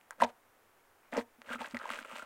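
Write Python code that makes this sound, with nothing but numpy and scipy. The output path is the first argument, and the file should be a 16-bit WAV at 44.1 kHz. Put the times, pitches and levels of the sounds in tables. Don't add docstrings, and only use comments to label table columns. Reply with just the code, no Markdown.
import sys
import numpy as np
from scipy import signal
from scipy.fft import rfft, irfft, next_fast_len
from scipy.io import wavfile
from scipy.ndimage import uniform_filter1d

SR = 44100
rng = np.random.default_rng(int(sys.argv[2]) if len(sys.argv) > 2 else 0)


def master_out(mix):
    frames = np.transpose(np.atleast_2d(mix))
    ceiling = np.clip(frames, -1, 1)
    pcm = np.round(ceiling * 32767).astype(np.int16)
    wavfile.write(sys.argv[1], SR, pcm)


N = 99225


def amp(db):
    return 10 ** (np.asarray(db) / 20)


def unit(x):
    return x / np.sqrt(np.mean(x ** 2) + 1e-20)


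def along(points, hz):
    f, v = np.transpose(points)
    return np.interp(np.log(hz + 1), np.log(f + 1), v)


def coloured(x, points):
    m = 2 * next_fast_len(N)
    gain = amp(along(points, np.fft.rfftfreq(m, 1 / SR)))
    cepstrum = irfft(np.log(gain), m)
    cepstrum[1:m // 2] *= 2
    cepstrum[m // 2 + 1:] = 0
    return irfft(rfft(x, m) * np.exp(rfft(cepstrum)), m)[:N]


def fade(t, t60):
    return np.exp(-np.log(1000) * t / t60)


def add(out, start_s, sound):
    part = out[max(round(start_s * SR), 0):][:len(sound)]
    part += sound[:len(part)]


RISE_CYCLES = 0.26
GLIDE = 0.044
OVERTONE, OVERTONE_DB = 2.01, -18


def pocket(t, hz, cycles, rise):
    n = t * hz
    phase = 2 * np.pi * n * (1 + GLIDE * np.tanh(n / cycles))
    decay = fade(n, cycles)
    main = np.sin(phase) * (1 - np.exp(-n / rise))
    audible = OVERTONE * hz < SR / 2
    overtone = amp(OVERTONE_DB) * decay * np.sin(OVERTONE * phase) * audible
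    return (main + overtone) * decay


def grains(colour, per_s, hz, spread, cycles, scatter_db, even_s, size):
    draws = rng.random((int(per_s * N / SR), 4))
    when, where, luck, life = np.split(draws, 4, axis=1)
    pitch = np.clip(hz * np.exp(spread * np.log(where / (1 - where))), 150, 15000)
    strength = amp(scatter_db * np.minimum(-np.log(luck), np.pi))
    sample = np.arange(size)
    waves = strength * pocket(sample / SR, pitch, cycles * (.5 + life), RISE_CYCLES)
    at = (when * N).astype(int) + sample
    mix = np.bincount(at.ravel(), waves.ravel(), N)[:N]
    x = unit(coloured(mix, colour))
    power = np.abs(uniform_filter1d(x ** 2, max(int(even_s * SR), 2)))
    return unit(x / np.sqrt(power + .01))


def levels(gestures):
    t = np.arange(N) / SR
    low, fine = np.zeros(N), np.zeros(N)
    for gesture in gestures:
        time_s, low_db, fine_db = np.transpose(gesture)
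        low += amp(np.interp(t, time_s, low_db, left=-np.inf, right=-np.inf))
        fine += amp(np.interp(t, time_s, fine_db, left=-np.inf, right=-np.inf))
    return low, fine


AIR_LEVEL_DB = -63.5
# pitch_hz, relative level_db (per Hz)
AIR_COLOUR = [(15, 6), (45, 7), (65, -6.5), (100, -7.5), (165, -10.5), (260, -8), (390, -6), (500, -5.5),
              (900, -5.5), (1700, -9), (4300, -24.5), (15500, -24)]


def background():
    return amp(AIR_LEVEL_DB) * unit(coloured(rng.standard_normal(N), AIR_COLOUR))


TICK_RISE_S = 0.00017


def noise_burst(t, t60_s):
    return fade(t, t60_s) * (1 - np.exp(-t / TICK_RISE_S)) * rng.standard_normal(len(t))


BURST_CYCLES = 5.04
CRACK_T60_S, CRACK_DB = 0.0012, -9.5
# start_s, level_db, pitch_hz
SHARP_BURSTS = [(.012, -40, 2420), (1.134, -38, 3200), (1.1695, -21, 5330), (1.1698, -22.5, 2270),
                (1.1758, -26, 4800), (1.5051, -27, 2470), (1.6158, -25, 2620), (1.62, -31, 2500),
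                (1.6272, -30, 2300), (1.633, -32, 4200), (1.6464, -34, 2850), (1.6582, -27, 2930),
                (1.711, -32.5, 4460), (1.747, -32, 4100), (1.7704, -31, 6900), (1.7711, -28, 3670),
                (1.79, -31, 4440), (1.8765, -36.5, 6500), (1.8928, -20, 2120), (1.9022, -27, 3000),
                (1.914, -21.5, 2900), (1.9238, -21, 2200), (1.9374, -22.5, 2600), (1.9437, -26, 2300),
                (1.945, -29, 6130), (1.9579, -25, 2540), (1.9901, -22.5, 2220), (2.0088, -32, 2320),
                (2.025, -37, 5000), (2.1133, -37, 2560), (2.1564, -27, 2850), (2.1619, -31, 3480)]


def sharp_bursts():
    out, t = np.zeros(N), np.arange(SR // 10) / SR
    for start_s, level_db, pitch_hz in SHARP_BURSTS:
        ring = pocket(t, pitch_hz, BURST_CYCLES, RISE_CYCLES)
        crack = amp(CRACK_DB) * noise_burst(t, CRACK_T60_S)
        add(out, start_s, amp(level_db) * (ring + crack))
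    return coloured(out, POCKET_COLOUR)


POP_SWELL_CYCLES, TICK_T60_S = 0.46, 0.00071
POP_DB, TICK_DB = 0.9, 5
# pitch_hz, gain_db
POCKET_COLOUR = [(40, -16), (150, -12), (350, -10.5), (480, 1), (1500, -0.5), (9000, 1), (15000, -11)]
# start_s, ring level_db, pitch_hz, ring length in cycles (to fall 60 dB), tick level_db
POPS = [(0.108, -21.5, 1530, 6.9, -27), (0.1317, -37, 1420, 5, -51), (.2021, -24, 1300, 20, -58),
        (0.2103, -19, 1730, 14, -57), (0.2178, -17, 950, 14, -27.5), (0.2217, -7, 927, 16.6, -44),
        (.2238, -25.5, 253, 8.6, -60), (.2255, -8.5, 686, 9.5, -43), (0.2362, -17, 2000, 8, -45),
        (0.238, -25, 205, 14, -60), (.249, -22, 840, 15.4, -56), (1.1751, -17, 557, 15, -35),
        (1.1789, -19.5, 454, 18, -51), (1.418, -19, 1800, 1.97, -48), (1.4917, -29.5, 1570, 19, -47),
        (1.5097, -32, 1420, 35, -64), (1.5172, -32, 1350, 68, -54), (1.533, -25.5, 1517, 38, -32.5),
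        (1.557, -28, 1294, 25, -45), (1.5924, -29.5, 2050, 6.5, -49), (1.6092, -30, 827, 21, -46),
        (1.6158, -30, 870, 38, -46), (1.6454, -26, 1530, 14.7, -50), (1.66, -31, 2550, 10, -44),
        (1.6766, -33, 1130, 9.1, -49), (1.7462, -26.5, 2190, 18.3, -64), (1.7687, -19, 1910, 13.4, -42),
        (1.7985, -31, 1440, 17, -59), (1.8119, -32, 1320, 17, -58), (1.815, -27.5, 1470, 12, -53),
        (1.8415, -27.5, 1490, 10, -50), (1.8555, -23.5, 940, 11.5, -41), (1.8892, -28.5, 1040, 22, -52),
        (1.9037, -14.5, 1290, 7.4, -29.5), (1.9358, -24, 2120, 9.5, -53), (1.988, -29, 1497, 32, -48),
        (2.0484, -33.5, 1400, 21, -45), (2.1584, -25, 990, 3.7, -49), (2.1847, -33, 2140, 17, -40),
        (2.1956, -35.5, 1380, 58, -40), (2.2216, -35.5, 1470, 28, -47), (2.2243, -36, 1340, 36, -60)]


def pops():
    out, t = np.zeros(N), np.arange(SR // 10) / SR
    for start_s, ring_db, pitch_hz, cycles, tick_db in POPS:
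        ring = pocket(t, pitch_hz, cycles, POP_SWELL_CYCLES)
        tick = noise_burst(t, TICK_T60_S)
        tick /= np.linalg.norm(tick)
        add(out, start_s, amp(ring_db + POP_DB) * ring + amp(tick_db + TICK_DB) * tick)
    return coloured(out, POCKET_COLOUR)


SPURT_PER_S, SPURT_SPREAD, SPURT_CYCLES = 3000, 0.33, 8.6
# start_s, length_s, level_db, pitch_hz
SPURTS = [(0.1105, .02, -55, 1280), (0.2332, .007, -34.5, 3600), (0.238, 0.011, -45, 4000),
          (1.031, .07, -69.5, 1660), (1.163, .012, -41.5, 1450), (1.182, 0.017, -47.5, 2880)]


def spurts():
    out, t = np.zeros(N), np.arange(SR // 50) / SR
    for start_s, length_s, level_db, pitch_hz in SPURTS:
        flurry = np.zeros(SR // 10)
        count = max(int(length_s * SPURT_PER_S), 1)
        for k, (late, size) in enumerate(rng.random((count, 2))):
            bubble_hz = pitch_hz * np.exp(SPURT_SPREAD * np.pi * (size - .5))
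            bubble = pocket(t, bubble_hz, SPURT_CYCLES, RISE_CYCLES)
            add(flurry, length_s * (k + late) / count, bubble)
        flurry *= np.sqrt(length_s * SR) / np.linalg.norm(flurry)
        add(out, start_s, amp(level_db) * flurry)
    return out


# time_s, squelch level_db, fizz level_db
PRESSES = [
    [(.183, -57, -90), (.199, -57, -64), (.204, -36, -48), (.213, -39.5, -49.5), (.222, -27.5, -40),
     (.231, -34.5, -57), (.236, -28.5, -66), (.247, -30, -53), (.256, -56, -66), (.3, -52.5, -63),
     (.32, -77, -85)],
    [(1.118, -67, -63), (1.128, -36.5, -58.5), (1.16, -39, -55), (1.17, -32.5, -55), (1.186, -32, -52.5),
     (1.214, -46, -56), (1.232, -73, -70)],
]
# pitch_hz, relative gain_db
SQUELCH_COLOUR = [(60, -24), (150, -24.5), (230, 1.5), (370, -11.5), (500, -4), (700, -0.5), (1100, -5.5),
                  (2000, -1.5), (3200, -3.5), (5000, -15), (15000, -11)]
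# pitch_hz, relative gain_db
FIZZ_COLOUR = [(300, -24), (2000, 7), (3500, 2), (5500, -3), (8500, 3.5), (10500, -4), (15500, -2)]


def presses():
    low, fine = levels(PRESSES)
    squelch = grains(SQUELCH_COLOUR, per_s=1500, hz=1000, spread=0.391, cycles=5.7,
                     scatter_db=4.5, even_s=0.0077, size=600)
    fizz = grains(FIZZ_COLOUR, per_s=4000, hz=5050, spread=0.25, cycles=1.3,
                  scatter_db=1.5, even_s=0.021, size=120)
    return low * squelch + fine * fizz


TABLE_RISE_CYCLES = 0.95
# pitch_hz, level_db, t60_s (for a free table)
TABLE_MODES = [(94.5, -17, 0.16), (239.6, 3.5, 0.13), (468.4, 1.5, 0.13), (590, -9, 0.072),
               (720.7, 2.5, 0.12), (930, 9, 0.13)]


def table_ring(corner_hz, free):
    t = np.arange(SR // 2) / SR
    ring = np.zeros(len(t))
    for hz, level_db, t60_s in TABLE_MODES:
        softness = np.hypot(1, (hz / corner_hz) ** np.pi)
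        rise = 1 - np.exp(-t * hz / TABLE_RISE_CYCLES)
        ring += amp(level_db) / softness * np.sin(2 * np.pi * hz * t) * fade(t, t60_s * free) * rise
    return ring


KNEAD_FROM_S, PRESSED_DECAY = 1.3, 0.66
RUB_DB, RUB_HZ = -52, 500
RUB_DECAY = 0.28
# start_s, level_db, hardness as a low-pass corner_hz
PUSHES = [(0.2236, -31, 1200), (1.128, -60, 700), (1.1764, -32.5, 640), (1.383, -52, 310),
          (1.469, -37, 120), (1.504, -37.5, 300), (1.55, -37.5, 306), (1.603, -38.5, 297),
          (1.737, -24.5, 197)]


def table(slime):
    out = amp(RUB_DB) * signal.fftconvolve(slime, table_ring(RUB_HZ, RUB_DECAY))[:N]
    for start_s, level_db, corner_hz in PUSHES:
        free = PRESSED_DECAY if start_s > KNEAD_FROM_S else 1
        add(out, start_s, amp(level_db) * table_ring(corner_hz, free))
    return out


FIZZ_DB, STICKY_DB = -2, -2.5
# time_s, crackle level_db, fine level_db (before the two above)
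STROKES = [
    [(1.44, -60, -80), (1.478, -54, -61.5), (1.51, -41.5, -55.5), (1.536, -41.5, -50),
     (1.548, -40.5, -54.5), (1.56, -54, -59), (1.574, -67, -68)],
    [(1.58, -56, -74), (1.604, -41.5, -52.5), (1.618, -43, -51), (1.63, -48.5, -60), (1.646, -44.5, -56.5),
     (1.68, -50.5, -61.5), (1.686, -58.5, -63), (1.735, -55.5, -61)],
    [(1.745, -40, -56.5), (1.785, -55.5, -69), (1.81, -48.5, -62), (1.885, -46.5, -59.5),
     (1.91, -43, -53.5), (1.94, -44, -53), (1.972, -47.5, -54.5), (1.988, -51.5, -54.5), (2.028, -49, -63),
     (2.04, -62, -65)],
    [(2.043, -72, -62), (2.049, -41.5, -61), (2.066, -57.5, -66), (2.098, -51, -58), (2.12, -44.5, -57.5),
     (2.148, -51.5, -59.5), (2.16, -42.5, -53), (2.176, -48, -57.5), (2.197, -49.5, -53),
     (2.21, -59, -62.5), (2.226, -47.5, -58.5), (2.25, -59, -66)],
]
# pitch_hz, relative gain_db
CRACKLE_COLOUR = [(60, -12.5), (150, -14.5), (240, -2), (370, -7), (520, 4), (700, -3.5), (1400, 0.5),
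                  (1900, -2.5), (2800, 1), (5000, -16), (15000, -19)]
# pitch_hz, relative gain_db
STICKY_COLOUR = [(200, -6), (900, -4.5), (3000, -0.5), (5200, -8.5), (8000, 1.5), (15000, -10)]


def kneading():
    low, fine = levels(STROKES)
    crackle = grains(CRACKLE_COLOUR, per_s=1000, hz=1573, spread=0.308, cycles=6.06,
                     scatter_db=2.0, even_s=0.014, size=500)
    fizz = grains(FIZZ_COLOUR, per_s=3000, hz=6400, spread=0.38, cycles=2.2,
                  scatter_db=1.5, even_s=0.02, size=120)
    clicks = grains(STICKY_COLOUR, per_s=300, hz=3550, spread=0.28, cycles=2.6,
                    scatter_db=2, even_s=0.033, size=150)
    return low * crackle + fine * (amp(FIZZ_DB) * fizz + amp(STICKY_DB) * clicks)


NEAR_DB, NEAR_T60_S, TAIL_DB = -12.5, 0.026, -19.5
# pitch_hz, t60_s
ROOM_DECAY = [(100, 0.25), (900, 0.19), (3000, 0.11), (10000, 0.038)]


def room(x):
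    hz, t, z = signal.stft(rng.standard_normal(SR // 2), SR, nperseg=256)
    tail = signal.istft(z * fade(t, along(ROOM_DECAY, hz)[:, None]), SR, nperseg=256)[1]
    near = rng.standard_normal(len(tail)) * fade(np.arange(len(tail)) / SR, NEAR_T60_S)
    answer = amp(TAIL_DB) * tail / np.linalg.norm(tail) + amp(NEAR_DB) * near / np.linalg.norm(near)
    delayed = np.pad(answer, (SR // 500, 0))
    wet = signal.fftconvolve(x, delayed)[:N]
    return coloured(wet, [(200, -7), (1500, 1.0), (4000, -4), (12000, -1.0)])


def scene():
    crackle = kneading()
    dry = sharp_bursts() + pops() + spurts() + presses() + table(crackle) + crackle
    return (dry + room(dry) + background())[None]


TOP_HZ = 15830
# pitch_hz, gain_db
MIC_COLOUR = [(15, -7), (45, -30), (60, -16.5), (88, -1.5), (160, -8.5), (220, -3), (15000, 0)]


def record(dry):
    m = 2 * next_fast_len(N)
    spectrum = rfft(coloured(dry[0], MIC_COLOUR), m)
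    kept = np.fft.rfftfreq(m, 1 / SR) < TOP_HZ
    return irfft(spectrum * kept, m)[None, :N]


dry = scene()
out = record(dry)
master_out(out)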